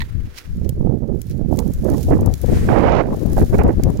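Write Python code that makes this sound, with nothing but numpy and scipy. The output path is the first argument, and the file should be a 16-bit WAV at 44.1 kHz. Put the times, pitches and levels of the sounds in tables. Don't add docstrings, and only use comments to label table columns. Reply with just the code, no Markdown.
import sys
import numpy as np
from scipy import signal
from scipy.fft import rfft, irfft, next_fast_len
from scipy.io import wavfile
from scipy.ndimage import uniform_filter1d, minimum_filter1d, map_coordinates

SR = 44100
rng = np.random.default_rng(int(sys.argv[2]) if len(sys.argv) > 2 else 0)


def to_wav(sig):
    pcm = np.clip(np.atleast_2d(sig), -1, 1) * 32767
    pcm = np.round(pcm).astype(np.int16)
    wavfile.write(sys.argv[1], SR, pcm.T)


N = 176400

# t/s, level/dB
BED_FADER = [(0, -52), (.2, -51.5), (.45, -51.5), (.7, -55), (1.05, -57.5), (1.4, -53), (2, -48),
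             (3, -45.5), (4, -45.5)]
# f/Hz, gain/dB
BED_EQ = [(100, 1), (400, 12.5), (900, -5), (1700, -2.5), (3000, -11), (6000, -14.5), (15000, -55)]
# t/s, level/dB
GRASS_FADER = [(0, -52), (.08, -52), (.22, -60.5), (.33, -54.5), (.45, -51), (.55, -71), (.9, -80)]
# f/Hz, gain/dB
GRASS_EQ = [(500, -11), (1200, -4.5), (1700, -1), (2800, -7), (3800, -10), (8000, -19)]
# t/s, level/dB, rise/s, fall/s
SCUFF_CUES = [(0.384, -34.5, 0.011, 0.0099), (.39, -55.5, 0.076, 0.18), (0.648, -47.5, .004, 0.0043),
              (1.315, -48.5, 0.023, 0.0098)]
# f/Hz, gain/dB
SCUFF_EQ = [(300, -13), (1200, -9), (2200, -2), (3500, -5), (5500, -3), (8000, -13), (15000, -14.5)]
# t/s, level/dB
CLACK_CUES = [(.005, -21.5), (.018, -23)]
# f/Hz, gain/dB
BUCKET_EQ = [(300, -29), (700, -22), (950, 3), (1300, -21), (1650, -6), (1900, 12.5), (2250, -2),
             (2900, -15), (3650, -3.5), (4300, -6), (5000, -18), (5700, -20), (9000, -26), (15000, -23)]
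# t/s, level/dB
SIZZLE_FADER = [(0,-63), (.12,-70), (.39,-73), (.56,-65.5), (.93,-72), (1.12,-71), (1.3,-60.5), (1.45,-71),
                (1.56,-59), (1.69,-57), (1.8,-59), (1.9,-54), (2.0,-48.5), (2.07,-51), (2.13,-57.5),
                (2.25,-62.5), (2.33,-57.5), (2.45,-52), (2.53,-56), (2.74,-59), (2.88,-70), (3.05,-66.5),
                (3.19,-54), (3.32,-56), (3.39,-50), (3.49,-53.5), (3.58,-52.5), (3.64,-64.5), (3.77,-61),
                (4,-60.5)]
# f/Hz, gain/dB
SIZZLE_EQ = [(1880, -36), (3200, -3), (5910, -0.5), (6400, -1), (6940, 3), (7530, -4.5), (9920, -2.5),
             (10500, 0), (13000, 0), (16000, -5)]
# t/s, level/dB, pan/dB, body send/dB
SNAP_CUES = [(0.6921,-13.5,-1,-23), (1.216,-18,5,-22), (1.297,-30.5,-2,-19), (1.311,-31,-2,-13),
             (1.514,-34,-2,-25), (1.535,-30,-4,-24), (1.5605,-28,-4,-22), (1.572,-20,-3,-24),
             (1.589,-13.5,-6,-11.5), (1.599,-25,-17,-35), (1.677,-28.5,-20,-18), (1.736,-20,-10,-35),
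             (1.845,-23.5,-8,-30), (1.9,-19,-14,-20), (1.98,-25.5,-13,-14), (2.029,-20,-2,-20.5),
             (2.103,-30,-13,-18), (2.209,-25,-10,-19), (2.2603,-15,-5,-27), (2.3386,-18.5,-5,-13),
             (2.4153,-20,0,-30), (3.261,-24.5,3,-21), (3.3318,-20,-3,-24), (3.3795,-21,-4,-26),
             (3.395,-22,-4,-20), (3.583,-27,-7,-12.5), (3.6347,-23.5,-4,-19), (3.68,-30,-10,-22),
             (3.8352,-16,-2,-11.5), (3.903,-28.5,-3,-22), (3.9725,-37.5,-9,-3.5)]
# f/Hz, gain/dB
CRACK_EQ = [(1000, -20), (4000, -12), (7000, -0.5), (9000, -0.5), (12000, 3.5), (16000, 1)]
# f/Hz, gain/dB
BODY_EQ = [(400, -37), (1500, -6.5), (4000, -1), (6500, 4), (10000, -12)]
# f/Hz, gain/dB
FLARE_EQ = [(200, -23), (700, -4), (1900, 1), (3200, -9.5), (6000, -10.5), (9000, -12), (15000, -19)]
# f/Hz, gain/dB
ROAR_EQ = [(60, -26), (170, -2.5), (400, 2), (680, 3), (900, -2.5), (1250, -9), (1800, -16), (2500, -20),
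           (3500, -35.5), (5000, -49), (7000, -57), (10000, -66)]
# f/Hz, gain/dB
TEAR_EQ = [(600, -17), (2000, 0.5), (3500, -4.5), (5000, -9.5), (7000, -17), (8500, -34), (15000, -45)]
# t/s, level/dB, pan/dB
THUMP_CUES = [(0.621,-24,-27), (0.873,-15.5,-40), (0.924,-20,-32), (1.037,-24,-26), (1.1,-19.5,-35),
              (1.415,-19.5,-32), (1.866,-14,-36), (1.953,-19,-34), (2.112,-4,-29), (2.131,-6.5,-25),
              (2.444,-13.5,34), (3.119,-18,10), (3.595,-7,-20), (3.658,-6.5,-8), (3.697,-9,-1)]
# f/Hz, gain/dB
THUMP_EQ = [(50, -15), (150, -3), (400, 2.5), (700, -4.5), (1000, -22), (1600, -37), (3000, -52),
            (6000, -85), (16000, -120)]
# t/s, level/dB, corner f/Hz
LEFT_GUSTS = [(0.005, -20, 139), (0.025, -19, 70), (0.065, -37, 90), (0.165, -12.5, 130),
              (0.415, -49.5, 69), (0.505, -18.5, 85), (0.675, -34, 120), (0.785, -19, 60),
              (0.905, -39.5, 92), (1.255, -43, 120), (1.305, -22, 130), (1.335, -37, 90),
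              (1.715, -30.5, 110), (1.765, -13.5, 78.5), (1.885, -38, 120), (1.925, -9, 81),
              (1.985, -41, 110), (2.075, -10.5, 188), (2.185, -17, 211), (2.235, -15, 470),
              (2.285, -7, 360), (2.385, -28.5, 99), (2.435, -14, 270), (2.505, -9, 400),
              (2.605, -13.5, 215), (2.695, -15, 336), (2.755, -25, 210), (2.835, -22, 398),
              (2.865, -14.5, 240), (3.005, -25, 270), (3.035, -28, 110), (3.135, -15, 640),
              (3.165, -22.5, 290), (3.245, -12.5, 387), (3.345, -15, 170), (3.435, -6, 242),
              (3.475, -29, 170), (3.495, -14.5, 296), (3.565, -11, 216), (3.685, -9.5, 440),
              (3.725, -27, 180), (3.785, -8, 192), (3.805, -22.5, 140), (3.845, -7.5, 320),
              (3.885, -8, 510), (3.995, -33, 90)]
# t/s, level/dB, corner f/Hz
RIGHT_GUSTS = [(.005,-28,150), (.035,-23,118), (.135,-42,50), (.275,-27.5,126), (.335,-52,70),
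               (.455,-45,150), (.515,-28.5,84.5), (.665,-12.5,238), (.755,-26,196), (.805,-14,255),
               (.87,-13.5,253), (.975,-15,252), (1.005,-29,232), (1.035,-13,260), (1.065,-25,268),
               (1.105,-16.5,280), (1.175,-18,197), (1.235,-29.5,180), (1.325,-20,156), (1.515,-13.5,253),
               (1.615,-17,328), (1.695,-16.5,226), (1.735,-25.5,164), (1.825,-16.5,167), (1.855,-14,430),
               (1.995,-13.5,406), (2.045,-23,200), (2.09,-14,270), (2.12,-6,676), (2.155,-11.5,400),
               (2.22,-18,292), (2.355,-29,149), (2.415,-45,50), (2.525,-17,227), (2.672,-17.5,209),
               (2.69,-13,640), (2.75,-9,630), (3.005,-13,765), (3.065,-19.5,473), (3.135,-18,440),
               (3.185,-34,180), (3.255,-35,128), (3.305,-21.5,530), (3.355,-26,248), (3.38,-10.5,600),
               (3.435,-14.5,444), (3.475,-30,230), (3.51,-30,170), (3.535,-9.5,680), (3.575,-16.5,463),
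               (3.597,-8.5,760), (3.63,-23,597), (3.648,-15,510), (3.695,-11,610), (3.765,-26.5,216),
               (3.795,-14.5,377), (3.835,-36,182), (3.865,-15,340), (3.905,-25,250), (3.975,-19.5,230),
               (3.995,-15.5,495)]
# f/Hz, gain/dB
EDDY_EQ = [(10, -8.5), (25, -4.5), (70, 0), (140, -1), (300, -1.5), (480, -1.5), (750, -3.5), (1300, -7.5),
           (2300, 1.5), (4000, -8.5), (9000, 6.5)]


def amp(db):
    return np.exp(np.asarray(db) * np.log(10) / 20)


def unit(x):
    return x / np.sqrt(np.mean(x ** 2) + 1e-20)


def eq_db(eq, hz):
    f, db = np.transpose(eq)
    return np.interp(np.log(hz + 1), np.log(f + 1), db)


def automation(rows):
    s, *lanes = np.transpose(rows)
    return [np.interp(np.arange(N) / SR, s, lane) for lane in lanes]


def wobble(rate):
    at = np.arange(0, N, 16)
    curve = map_coordinates(rng.standard_normal(4096), [at * rate / SR], mode="wrap")
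    return np.interp(np.arange(N), at, curve)


def filtered(x, response):
    size = next_fast_len(N + 8192)
    return irfft(rfft(x, size) * response(np.fft.rfftfreq(size, 1 / SR)), size)[..., :N]


def pan(side_db):
    gains = amp(np.array([[side_db], [-side_db]]) / 2)
    return gains / gains.mean()


def noise(eq, shared=0.35):
    white = rng.standard_normal((3, N))
    return unit(filtered(white[:2] + shared * white[2], lambda hz: amp(eq_db(eq, hz))))


def outdoors():
    level_db, = automation(BED_FADER)
    return amp(level_db) * noise(BED_EQ) * pan(side_db=-4)


def rustle():
    level_db, = automation(GRASS_FADER)
    return amp(level_db + 2.9 * wobble(rate=72)) * noise(GRASS_EQ) * pan(side_db=-6.5)


def scuffs():
    t = np.arange(N) / SR
    pressure = sum(amp(db) * np.exp(-np.abs(t - s) / np.where(t < s, rise, fall))
                   for s, db, rise, fall in SCUFF_CUES)
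    grain = amp(2.7 * wobble(rate=400))
    return pressure * grain * noise(SCUFF_EQ) * pan(side_db=-6)


def bucket(t60_s=0.034):
    t = np.arange(N) / SR
    knocks = sum((t > s) * amp(db - 60 * np.abs(t - s) / t60_s) for s, db in CLACK_CUES)
    return knocks * noise(BUCKET_EQ) * pan(side_db=-14.5)


def sizzle(hiss_db=2.5, crackle_db=4, sparks_per_s=400, spread_db=3, decay_s=0.0024):
    level_db, = automation(SIZZLE_FADER)
    eq = [(500, -35), (2000, -9)] + list(SIZZLE_EQ[1:])
    triggers = rng.random(N) < sparks_per_s / SR
    sparks = triggers * amp(spread_db * np.minimum(rng.exponential(size=N), 4))
    bursts = unit(signal.lfilter([1], [1, -np.exp(-1 / (decay_s * SR))], sparks))
    hiss = amp(hiss_db + 0.47 * wobble(rate=23.74)) * noise(eq)
    crackle = amp(crackle_db) * bursts * noise(eq)
    return amp(level_db) * (hiss + crackle) * pan(side_db=-5.5)


def snaps(attack_s=0.00064, t60_s=0.011, tail_t60_s=0.072, tail_db=-29, crack_db=-4.5, body_db=8):
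    crack, body = np.zeros((2, 2, 2 * N))
    t = np.arange(SR // 4) / SR
    decay = amp(-60 * t / t60_s) + amp(tail_db - 60 * t / tail_t60_s)
    envelope = (1 - np.exp(-t / attack_s)) * decay
    for s, db, side_db, send_db in SNAP_CUES:
        at = slice(round(s * SR), round(s * SR) + len(t))
        hit = amp(db) * pan(side_db) * envelope
        crack[:, at] += amp(crack_db) * hit
        body[:, at] += amp(body_db + send_db) * hit
    return crack[:, :N] * noise(CRACK_EQ, shared=0.31) + body[:, :N] * noise(BODY_EQ, shared=0.6)


def flare(peak_s=2.566, rise_s=0.096, fall_s=0.18, level_db=-38):
    t = np.arange(N) / SR - peak_s
    swell = np.where(t < 0, np.exp(-(t / rise_s) ** 2), np.exp(-np.abs(t) / fall_s))
    return amp(level_db + 0.77 * wobble(rate=28.34)) * swell * noise(FLARE_EQ) * pan(side_db=-3)


def fireball(start_s=2.683, end_s=3.01, attack_s=0.0024, release_s=0.0083, trim_db=-15, tear_db=-29):
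    t = np.arange(N) / SR
    attack = 1 - np.exp(-np.maximum(t - start_s, 0) / attack_s)
    release = np.exp(-np.maximum(t - end_s, 0) / release_s)
    surge_db = 3 * np.clip((t - start_s) / (end_s - start_s), 0, 1)
    roar = amp(1.8 * wobble(rate=160)) * noise(ROAR_EQ, shared=0)
    tear = amp(tear_db + surge_db + 4.5 * wobble(rate=450)) * noise(TEAR_EQ, shared=0)
    return attack * release * amp(trim_db + surge_db) * (roar + tear) * pan(side_db=-34) / 2


def thumps(width_s=0.0035):
    t = np.arange(N) / SR
    push = sum(amp(db) * pan(side_db) / 2 * np.exp(-np.abs(t - s) / width_s)
               for s, db, side_db in THUMP_CUES)
    return push * noise(THUMP_EQ, shared=0)


def buffet(gusts, trim_db, bass_db, bass_hz=110, churn_db=1.9, churn_octaves=0.18, flutter_db=2.53):
    level_db, octaves = automation([(s, db, np.log2(hz)) for s, db, hz in gusts])
    churn = wobble(rate=190)
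    corner_hz = 2 ** (octaves + churn_octaves * churn)
    hz = np.fft.rfftfreq(N, 1 / SR)
    shelf_db = bass_db / (1 + (hz / bass_hz) ** 2)
    eddies = rfft(rng.standard_normal(N)) * amp(eq_db(EDDY_EQ, hz) + shelf_db)
    centres_hz = np.geomspace(40, 7000, 14)
    rumble = np.zeros(N)
    for centre in centres_hz:
        band = irfft(eddies * np.interp(hz, centres_hz, centres_hz == centre), N)
        rolloff_db = np.minimum(11.5 * (centre / corner_hz) ** 1.017, 100)
        rumble += band * amp(flutter_db * wobble(rate=45) - rolloff_db)
    power = np.abs(uniform_filter1d(uniform_filter1d(rumble ** 2, SR // 30), SR // 30))
    return rumble / np.sqrt(power + 1e-12) * amp(level_db + trim_db + churn_db * churn)


def scene():
    left = buffet(LEFT_GUSTS, trim_db=0, bass_db=4.5)
    right = buffet(RIGHT_GUSTS, trim_db=0.74, bass_db=-3.5)
    air = np.array([left, right]) + thumps() + fireball()
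    fire = sizzle() + snaps() + flare()
    foley = bucket() + scuffs() + rustle()
    return air + fire + foley + outdoors()


def record(dry, high_cut_hz=16100):
    safe_gain = 1 / np.maximum(np.abs(dry), 1)
    gain = uniform_filter1d(minimum_filter1d(safe_gain, SR // 50), SR // 100)
    return filtered(dry * gain, lambda hz: hz < high_cut_hz)


dry = scene()
out = record(dry)
to_wav(out)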